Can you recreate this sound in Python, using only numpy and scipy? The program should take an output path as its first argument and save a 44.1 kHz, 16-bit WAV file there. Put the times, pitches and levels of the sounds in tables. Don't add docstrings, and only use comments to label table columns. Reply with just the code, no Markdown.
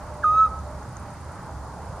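import sys
import numpy as np
from scipy import signal
from scipy.fft import rfft, irfft
from scipy.io import wavfile
from scipy.ndimage import uniform_filter1d

SR = 44100
rng = np.random.default_rng(int(sys.argv[2]) if len(sys.argv) > 2 else 0)


def amplitude_ratio(level_db):
    exponent = np.asarray(level_db, float) / 20
    return 10 ** exponent


def wav_record(signal):
    frames = np.transpose(np.atleast_2d(signal))
    bounded = np.clip(frames, -1, 1)
    quanta = np.round(bounded * 32767).astype(np.int16)
    wavfile.write(sys.argv[1], SR, quanta)


N = 88200

# (time [s], pitch [Hz], level [dB])
WHISTLE = [
    (0.229, 1731, -44.5),
    (0.236, 1620, -29),
    (0.2443, 1256, -16),
    (0.266, 1233, -20.5),
    (0.321, 1257, -20.5),
    (0.379, 1285, -13.5),
    (0.412, 1302, -15.5),
    (0.449, 1289, -17),
    (0.463, 1264, -17.5),
]
# (multiple of the pitch, level [dB], share of the swell followed [0..1], near wall gain [dB])
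OVERTONES = [(2, -46, 0.3, -3), (3, -43, 0.95, 3), (4, -56, .5, 4), (5, -45.5, .75, 0)]
# (delay [s], level [dB], left over right [dB])
FAR_WALLS = [
    (.14, -22, -1),
    (.168, -36, 0),
]
# (frequency [Hz], level per Hz [dB])
RUMBLE = [(12, -50), (20, -22), (37, -11.5), (54, -8), (71, 1), (184, -9.5), (222, -15), (302, -17),
          (420, -20.5), (550, -41), (920, -120)]
# (frequency [Hz], level per Hz [dB])
ROAR = [(250, -55.5), (420, -8), (498, -5), (682, -2.5), (742, -6.5), (808, 0.5), (1390, -8.5),
        (1720, -16.5), (3200, -33), (4160, -63.5), (7040, -120)]
# (time [s], level [dB], brightness [dB])
ROAR_SWELL = [(0, -41.5, 2.5), (.3, -41, -2), (.65, -41.5, -0.45), (.95, -42.5, 2.5), (1.2, -45, 3.5),
              (1.5, -42, 0), (1.8, -40.5, -0.5), (2, -41, -0.2)]
# (frequency [Hz], level per Hz [dB])
HISS = [(1880, -41), (3200, -8.5), (4880, -1.5), (5610, -4.5), (6400, -2.5), (8010, -4.5), (9140, -3),
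        (11500, -15.5), (15500, -19.5)]
# (frequency [Hz], likeness [-1..1])
LIKENESS = [(60, 0.99), (250, .95), (1200, 0.94), (2400, 0.69), (4700, 0.074), (6400, 0.27), (8500, -0.44),
            (12000, -0.15)]
# (frequency [Hz], balance [dB])
BALANCE = [(60, -1.5), (380, -2.0), (2380, -1), (15000, -1.5)]
# (time [s], level [dB])
HUM_LEVEL = [(0.0, -45), (0.08, -37.5), (0.23, -61.5), (0.32, -35), (0.82, -35), (0.87, -72), (1.31, -43),
             (1.4, -87), (1.56, -28), (1.84, -73), (1.9, -28), (2.0, -70)]
# (time [s], level [dB], pitch [Hz])
ENGINE_WHINE = [(0, -49, 601), (.12, -43.5, 601), (.165, -48, 600), (.21, -41, 598), (.25, -44, 598),
                (.28, -54, 598), (.335, -46.5, 600), (.385, -54, 600), (.43, -47.5, 600), (.48, -55, 598),
                (.62, -58, 592), (.67, -42, 594), (.76, -46, 605), (.8, -65, 603), (1.0, -58, 598),
                (1.09, -47, 598), (1.2, -62, 598), (2, -66, 598)]
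# (time [s], peak level [dB])
TICKS = [
    (0.5897, -43),
    (0.795, -50),
    (0.829, -44),
    (0.968, -32.5),
]
# (time after its start [s], level [dB])
STROKES = [
    (0, 0),
    (.033, -.5),
    (.072, -8),
]
# (time [s], level [dB])
CRICKET_LEVEL = [(0, -62), (.48, -62), (.75, -65), (1.1, -60), (1.43, -61), (1.6, -66.5), (2, -59)]
# (time [s], level [dB])
CAMERA_LEVEL = [(0, -82), (.11, -80), (.14, -88), (.67, -89), (.71, -81), (1.1, -83), (1.2, -90),
                (1.78, -90), (1.82, -80), (1.92, -80), (1.95, -87), (2, -86)]


def rms_one(x):
    return x / np.sqrt(np.mean(x ** 2) + 1e-20)


def in_time(rows):
    s, *columns = np.transpose(rows)
    return [np.interp(np.arange(N) / SR, s, c) for c in columns]


def at_hz(points, hz, outside=None):
    p = np.array(points, float)
    return np.interp(np.log(hz), np.log(p[:, 0]), p[:, 1], outside, outside)


def drift(rate_hz):
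    r = np.exp(-80 * np.pi * rate_hz / SR)
    slow = signal.lfilter([1], [1, -2 * r, r * r], rng.standard_normal(N // 40 + 2002))[2000:]
    return np.interp(np.arange(N) / 40, np.arange(len(slow)), rms_one(slow))


def sides(db):
    return amplitude_ratio(np.array([db / 2, -db / 2])).reshape(2, -1)


def two_ears(mid, side, alike):
    return np.sqrt(1 + alike) * mid + np.sqrt(1 - alike) * side * [[1], [-1]]


def wide_noise(spectrum):
    hz = np.maximum(np.arange(N // 2 + 1) * SR / N, 1)
    mid, side = rfft(rng.standard_normal((2, N)))
    pair = two_ears(mid, side, np.clip(at_hz(LIKENESS, hz), -.99, .995))
    colour = amplitude_ratio(at_hz(spectrum, hz, outside=-200)) * sides(at_hz(BALANCE, hz))
    out = irfft(pair * colour, N)
    return out / np.sqrt(np.mean(out.mean(axis=0) ** 2))


def patchy(x):
    patch_db, patch_rate_hz = 1.5, 4
    hz = np.arange(N // 2 + 1) * SR / N
    step = np.clip(3 * np.log2((hz + 1) / 300), 0, 9)
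    spectrum = rfft(x)
    out = np.zeros((2, N))
    for k in range(10):
        band = irfft(spectrum * np.clip(1 - abs(step - k), 0, 1), N)
        out += amplitude_ratio(patch_db * drift(patch_rate_hz)) * band
    return out


def tone(hz, wander_hz, db):
    phase = 2 * np.pi * np.cumsum(hz + wander_hz * drift(4.63)) / SR
    return np.sqrt(2) * amplitude_ratio(db) * np.sin(phase)


def hiss():
    return amplitude_ratio(-59) * wide_noise(HISS)


def camera_whine():
    return tone(11000, .3, in_time(CAMERA_LEVEL)[0])


def engines():
    hum = tone(69, 1.3, in_time(HUM_LEVEL)[0] - 6.0)
    whine_db, whine_hz = in_time(ENGINE_WHINE)
    return sides(-2.0) * (hum + tone(whine_hz, 1.5, whine_db))


def tyres():
    bright_hz = 1150
    rumble = amplitude_ratio(-39) * wide_noise(RUMBLE)
    roar = patchy(wide_noise(ROAR))
    level_db, bright_db = in_time(ROAR_SWELL)
    hz = np.arange(N // 2 + 1) * SR / N
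    top = irfft(rfft(roar) / (1 + (bright_hz / (hz + 1)) ** 6), N)
    return rumble + amplitude_ratio(level_db) * (roar + (amplitude_ratio(bright_db) - 1) * top)


def cricket_band(low_hz, high_hz, order):
    band = signal.butter(order, [low_hz, high_hz], "band", fs=SR, output="sos")
    return rms_one(signal.sosfilt(band, rng.standard_normal((2, N))))


def crickets():
    first_s, period_s, stroke_s, spread_db = .0352, .1072, .005, 1.0
    peak_hz, peak_width_hz, peak_db = 9180, 320, 1.5
    t = np.arange(N) / SR
    strokes = np.zeros(N)
    for start in first_s + period_s * np.arange(-1, 20):
        for lag, db in STROKES:
            chance_db = spread_db * rng.standard_normal()
            strokes += amplitude_ratio(db + chance_db) * np.exp(-((t - start - lag) / stroke_s) ** 2 / 2)
    rasp = cricket_band(7900, 10200, order=4)
    peak = cricket_band(peak_hz - peak_width_hz / 2, peak_hz + peak_width_hz / 2, order=2)
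    mid, side = rasp + amplitude_ratio(peak_db) * peak
    return amplitude_ratio(in_time(CRICKET_LEVEL)[0]) * strokes * two_ears(mid, side, -.65)


def ticks():
    ring_hz, snap_hz, snap_db = 6470, 8500, -8
    peak_s, width_s, bounce_s, bounce_db = .0014, .0004, .0016, -12
    right_lag_s = .00004
    t = np.arange(N) / SR - np.array([[0], [right_lag_s]])

    def bump(age):
        return np.exp(-(age / width_s) ** 2 / 2)

    out = np.zeros((2, N))
    for s, db in TICKS:
        age = t - s - peak_s
        shape = bump(age) + amplitude_ratio(bounce_db) * bump(age - bounce_s)
        ring = shape * np.sin(2 * np.pi * ring_hz * age)
        snap = bump(age + width_s) * np.sin(2 * np.pi * snap_hz * age)
        out += amplitude_ratio(db) * (ring + amplitude_ratio(snap_db) * snap)
    return out


def walls(pure, overtones_at_wall, hz):
    near_s, near_db, near_loss_db_per_hz = .01295, -8, .03
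    far_loss_db_per_hz, low_edge_hz, high_edge_hz = .3, 1287, 1310
    t = np.arange(N) / SR

    def late(x, lag_s):
        return np.interp(t - lag_s, t, x, 0)

    above_hz = np.maximum(hz - high_edge_hz, 0)
    below_hz = np.maximum(low_edge_hz - hz, 0)
    dulled = amplitude_ratio(-near_loss_db_per_hz * above_hz) * pure
    near = amplitude_ratio(near_db) * late(dulled + overtones_at_wall, near_s)
    thinned = amplitude_ratio(-far_loss_db_per_hz * (below_hz + above_hz)) * dulled
    far = sum(amplitude_ratio(db) * sides(pan_db) * late(thinned, lag_s) for lag_s, db, pan_db in FAR_WALLS)
    return near + far


def owl():
    fade_in_s, fade_out_s = .0088, .012
    pitch_jitter, flutter_db = .0005, 1.2
    t = np.arange(N) / SR
    hz, db = in_time(WHISTLE)
    start, end = WHISTLE[0][0], WHISTLE[-1][0]
    rise = np.clip(1 + (t - start) / fade_in_s, 0, 1) ** 2
    fall = np.sin(np.pi / 2 * np.clip(1 + (end - t) / fade_out_s, 0, 1)) ** 2
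    gate = np.sqrt(2) * rise * fall
    smooth_hz = uniform_filter1d(hz, size=130)
    db = uniform_filter1d(db, size=130)
    phase = 2 * np.pi * np.cumsum(smooth_hz * (1 + pitch_jitter * drift(40))) / SR
    pure = gate * amplitude_ratio(db) * np.sin(phase)
    top_db = db.max()
    direct, at_wall = pure, 0
    for multiple, level_db, follows, wall_db in OVERTONES:
        overtone_db = top_db + level_db + follows * (db - top_db) + flutter_db * drift(25)
        overtone = gate * amplitude_ratio(overtone_db) * np.sin(multiple * phase)
        direct = direct + overtone
        at_wall = at_wall + amplitude_ratio(wall_db) * overtone
    return sides(-2) * (direct + walls(pure, at_wall, hz))


def scene():
    background = hiss() + camera_whine() + engines() + tyres()
    return background + crickets() + ticks() + owl()


def roll_off(x):
    return signal.sosfilt(signal.butter(12, 15650, fs=SR, output="sos"), x)


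def record(dry):
    return roll_off(dry)


dry = scene()
out = record(dry)
wav_record(out)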